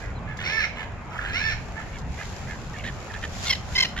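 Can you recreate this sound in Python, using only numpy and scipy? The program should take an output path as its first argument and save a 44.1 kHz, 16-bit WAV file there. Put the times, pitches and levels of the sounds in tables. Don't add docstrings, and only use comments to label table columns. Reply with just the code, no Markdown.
import sys
import numpy as np
from scipy import signal
from scipy.fft import rfft, irfft, next_fast_len
from scipy.io import wavfile
from scipy.ndimage import uniform_filter1d

SR = 44100
rng = np.random.default_rng(int(sys.argv[2]) if len(sys.argv) > 2 else 0)


def gain_from_db(level_db):
    decades = np.asarray(level_db, float) / 20
    return 10 ** decades


def waveform_to_disk(signal):
    frames = np.transpose(np.atleast_2d(signal))
    scaled = np.clip(frames, -1, 1) * 32767
    samples = np.round(scaled).astype(np.int16)
    wavfile.write(sys.argv[1], SR, samples)


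N = 176400

# (pitch_hz, gain_db)
CROAK_THROAT = [(1100, -6.5), (1750, 8.5), (2300, -1), (3200, -14.5), (5000, -31)]
CROAK_TRILL_HZ = 86


def scream(start, top, end, top_hz, db, flat, sub):
    rise_share, fall_share = 0.36, 0.46
    swell_s, stop_s = 0.029, 0.029
    # (pitch_hz, gain_db)
    scream_throat = [(1000, -11), (1550, -2), (1750, 7), (1950, 1.5), (2200, 8.5), (2700, -1.5), (3300, -8),
                     (4300, -6), (4800, -15), (5400, -4.5), (6800, -24)]
    t = np.arange(start, end, 1 / SR)
    rise = rise_share * (abs(top - t) / (top - start)) ** flat
    fall = fall_share * ((t - top) / (end - top)) ** 2
    drop = np.where(t < top, rise, fall)
    edge = np.clip(np.minimum((t - start) / swell_s, (end - t) / stop_s), 0, 1)
    sound = voice(top_hz * (1 - drop), np.clip(sub, 0, 1), rough=0.2, throat=scream_throat)
    return start, edge * gain_from_db(db) * throb(t, rate_hz=85, depth=0.4) * sound


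def croak(start, length, db, hz):
    t = np.arange(0, length, 1 / SR)
    arch = np.sin(np.pi * t / length)
    throat = mouth(max(hz / 860, 1), db)
    pitch_hz = hz * (1 - 0.1 * (1 - arch))
    sound = voice(pitch_hz, sub=0.71, rough=0.27, throat=throat)
    return start, gain_from_db(db) * arch ** 0.5 * throb(t, CROAK_TRILL_HZ, depth=0.75) * sound


def yelp(start, length, db, first_hz, middle_hz, last_hz, mouth_hz):
    all_noise_s = 0.6
    t = np.arange(0, length, 1 / SR)
    bend = np.polyfit([0, length / 2, length], [first_hz, middle_hz, last_hz], 2)
    throat = mouth(mouth_hz / CROAK_THROAT[1][0], db)
    rough = np.sqrt(length / all_noise_s)
    sound = voice(np.polyval(bend, t), rough, rough, throat)
    arch = np.sin(np.pi * t / length)
    return start, gain_from_db(db) * arch ** 0.5 * throb(t, CROAK_TRILL_HZ, depth=0.4) * sound


def kek(start, length, db, hz):
    start_s = 0.006
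    # (pitch_hz, gain_db)
    kek_throat = [(1050, -16), (2100, 0.5), (3200, -1), (4200, -1.5), (5300, -4.5), (7300, -22.5),
                  (12000, -15.5)]
    t = np.arange(0, length, 1 / SR)
    rough = np.clip(0.09 * (-22 - db), 0.14, 0.7)
    sub = np.clip(2 - 2 * t / start_s, rough, 1)
    swell = np.minimum(0.047 + 0.64 * t / start_s, 1)
    stop = np.clip((length - t) / 0.0025, 0, 1)
    pitch_hz = hz * (1 - 0.06 * (t / length) ** 2)
    return start, gain_from_db(db) * swell * stop * voice(pitch_hz, sub, rough, kek_throat)


def peep(start, length, db, top_hz, arch):
    u = np.arange(0, length, 1 / SR) / length
    hz = top_hz * (1 - arch * ((u - 0.35) / 0.65) ** 2)
    return start, gain_from_db(db) * np.sin(np.pi * u) ** 0.5 * np.sin(2 * np.pi * np.cumsum(hz) / SR)


def voice(hz, sub, rough, throat):
    break_db = 15
    jitter, breath = rng.standard_normal((2, len(hz)))
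    jitter = evened(uniform_filter1d(jitter, 60))
    turns = np.cumsum(hz * (1 + 0.093 * rough * jitter)) / SR
    order = np.arange(1, 60)[:, None] / 2
    steps = rng.standard_normal((len(order), len(hz) // 400 + 2))
    steps = steps.repeat(400, 1)[:, :len(hz)]
    broken = gain_from_db(break_db * rough * uniform_filter1d(steps, 300, 1))
    weight = np.where(order % 1, sub, 1) * (order * hz < SR / 3)
    folds = (broken * weight * np.cos(2 * np.pi * order * turns)).sum(0)
    puffs = (0.1 + np.exp(-(turns % 1) / 0.6)) * breath
    rough = np.clip(rough, 0, 1)
    return evened(colour((1 - rough) * evened(folds) + rough * evened(puffs), throat))


def throb(t, rate_hz, depth):
    return evened(1 - depth + depth * np.sin(np.pi * rate_hz * t) ** 2 * 2)


def mouth(scale, db):
    bright_db = 2.08
    return [(f * scale, g + bright_db * (db + 42.5) * (f > 3000)) for f, g in CROAK_THROAT]


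def wings():
    ticks_per_s, spread_db, tick_share = 200, 4, 0.28
    # (time_s, level_db)
    rustle = [(0, -46), (.15, -58), (1.05, -57), (1.5, -51.5), (1.97, -48), (2.04, -55.5), (2.2, -41.5),
              (2.7, -48), (3.29, -45), (3.34, -39.5), (3.47, -31.5), (3.62, -49), (3.73, -40), (4, -54)]
    # (pitch_hz, gain_db)
    rustle_colour = [(1000, -6), (3000, -5), (12000, -7.5)]
    # (start_s, peak_db)
    snap_list = [(0.37, -59), (1.985, -59.5)]
    t = np.arange(N) / SR
    size = gain_from_db(spread_db * np.minimum(rng.exponential(1, N), 3))
    size = size * (rng.random(N) < ticks_per_s / SR)
    burst = signal.oaconvolve(size, gain_from_db(-60 * t[:600] / 0.0097))[:N]
    hiss, tick = rng.standard_normal((2, 2, N))
    share = np.clip(tick_share, 0, 1)
    blend = np.sqrt(1 - share) * hiss + np.sqrt(share) * evened(burst * tick)
    out = evened(colour(blend, rustle_colour))
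    snaps = np.zeros(N)
    for s, db in snap_list:
        add(snaps, s, gain_from_db(db - 60 * t[:900] / 0.1))
    snaps = colour(snaps * tick, [(1200, -22), (3500, 22.5), (12000, 16.5)])
    return out * gain_from_db(np.interp(t, *np.transpose(rustle))) + snaps


def traffic():
    # (pitch_hz, level_db per Hz, relative)
    rumble = [(15, -45), (25, 2), (82, 1), (230, -10), (292, -17), (723, -15), (2440, -25), (7500, -66.5),
              (9750, -83)]
    # (pitch_hz, likeness from 0 to 1)
    likeness = [(35, .7), (150, .97), (800, .72), (3500, .15)]
    hz = np.fft.rfftfreq(2048, 1 / SR)
    a, b, c, d, patches = rng.standard_normal((N // 512 + 5, 1025, 5)).T
    patches = uniform_filter1d(patches, 12, 0)
    patches = evened(uniform_filter1d(patches, 10, 1))
    same = np.clip(read(likeness, hz), -1, 1)[:, None]
    left = a + 1j * b
    right = same * left + np.sqrt(1 - same ** 2) * (c + 1j * d)
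    z = np.array([left, right]) * gain_from_db(read(rumble, hz)[:, None] + 1.92 * patches)
    return gain_from_db(-36.5) * evened(signal.istft(z, nperseg=2048, noverlap=1536)[1][:, :N])


def ports(x, share, lead_us, echo_db):
    lead_from_hz, echo_t60_s = 1155, 0.34
    # (pitch_hz, left minus right_db)
    side_colour = [(700, 1), (1700, -7), (4000, 1), (9000, 7)]
    hz = np.fft.rfftfreq(N, 1 / SR)
    turn = np.pi * np.maximum(hz - lead_from_hz, 0) * lead_us / 10 ** 6
    half = gain_from_db(share * read(side_colour, hz) / 2) * np.exp(1j * turn)
    t = np.arange(SR // 2) / SR
    taps = rng.standard_normal((2, len(t))) * (rng.random((2, len(t))) < 0.05)
    taps = taps * gain_from_db(-60 * t / echo_t60_s) * (t > 0)
    echo = signal.fftconvolve(x[None], taps / np.linalg.norm(taps[0]), axes=1)[:, :N]
    return irfft(np.array([half, 1 / half]) * rfft(x + gain_from_db(echo_db) * echo), N)


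def evened(x):
    return x / np.sqrt(np.mean(x ** 2) + 1e-20)


def read(points, hz):
    f, value = np.transpose(points)
    return np.interp(np.log(hz + 1), np.log(f + 1), value)


def add(mix, s, sound):
    part = mix[round(s * SR):][:len(sound)]
    part += sound[:len(part)]


def colour(x, points):
    length = x.shape[-1]
    size = 2 * next_fast_len(length // 2 + 1024)
    log_gain = np.log(gain_from_db(read(points, abs(np.fft.fftfreq(size, 1 / SR)))))
    response = np.exp(np.conj(signal.hilbert(log_gain)))[:size // 2 + 1]
    return irfft(rfft(x, size) * response, size)[..., :length]


def scene():
    overhead_from_s, close_from_s = 1.9, 3.7
    # (start_s, top_s, end_s, top_hz, level_db, flatness of the top, half-pitch share)
    screams = [(.43, 0.573, .675, 886.7, -30, 2.4, 0.57), (1.32, 1.466, 1.55, 896, -30.5, 1.6, 0.32)]
    # (start_s, length_s, level_db, top pitch_hz)
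    croaks = [(0, 0.061, -43.5, 817), (0.053, 0.069, -48, 764), (0.26, 0.079, -41.5, 870),
              (0.386, 0.059, -36, 747), (0.755, 0.095, -38, 877), (1.751, 0.079, -40.5, 890),
              (1.929, 0.053, -44.5, 1157), (2.173, 0.066, -39.5, 833), (2.47, 0.09, -41, 849),
              (2.746, 0.08, -44, 1137), (3.135, 0.02, -36.5, 851), (3.223, 0.039, -34.5, 626),
              (3.961, .07, -33, 789)]
    # (start_s, length_s, level_db, first_hz, middle_hz, last_hz, mouth resonance_hz)
    yelps = [(1.105, .16, -37.5, 626.4, 661, 717, 1403), (1.211, 0.15, -37, 701, 835, 802, 1750),
             (2.737, 0.036, -42.5, 953, 890, 840, 1750), (2.836, 0.068, -35, 501, 616, 563, 1820),
             (3.096, 0.033, -43.5, 973, 855, 820, 1780), (3.157, 0.027, -41, 785, 944, 745, 1760),
             (3.455, .046, -29, 693, 716, 695, 2000)]
    # (start_s, length_s, level_db, top_hz, arch share)
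    peeps = [(.15, .043, -54, 4100, .17), (.852, .04, -43, 930, .02)]
    # (start_s, length_s, level_db, pitch_hz before the sag)
    keks = [(3.494, 0.022, -19, 1099), (3.522, 0.017, -22.5, 1043), (3.549, .011, -30, 1020),
            (3.75, 0.023, -22.5, 1037), (3.775, 0.02, -19, 1064), (3.797, 0.018, -17.5, 1081),
            (3.821, 0.019, -18.5, 1043), (3.841, 0.02, -27, 952)]
    far, overhead, close = np.zeros((3, N))
    for row in screams:
        add(far, *scream(*row))
    for row in croaks:
        add(far if row[0] < overhead_from_s else overhead, *croak(*row))
    for row in yelps:
        add(far if row[0] < overhead_from_s else overhead, *yelp(*row))
    for row in peeps:
        add(overhead, *peep(*row))
    for row in keks:
        add(overhead if row[0] < close_from_s else close, *kek(*row))
    calls = ports(far, share=1.12, lead_us=266, echo_db=-4.5)
    calls += ports(overhead, share=1, lead_us=70.6, echo_db=-13)
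    calls += ports(close, share=1, lead_us=156, echo_db=-13)
    return calls + traffic() + wings()


def band_limit(x):
    return signal.sosfilt(signal.butter(12, 15250, fs=SR, output="sos"), x)


def record(dry):
    # (pitch_hz, gain_db)
    port_colour = [(5800, 2), (7400, 4), (8100, -22.5), (8800, -25.5), (10000, -11.5), (11800, -10.5),
                   (15000, -48)]
    return band_limit(colour(dry, port_colour))


dry = scene()
out = record(dry)
waveform_to_disk(out)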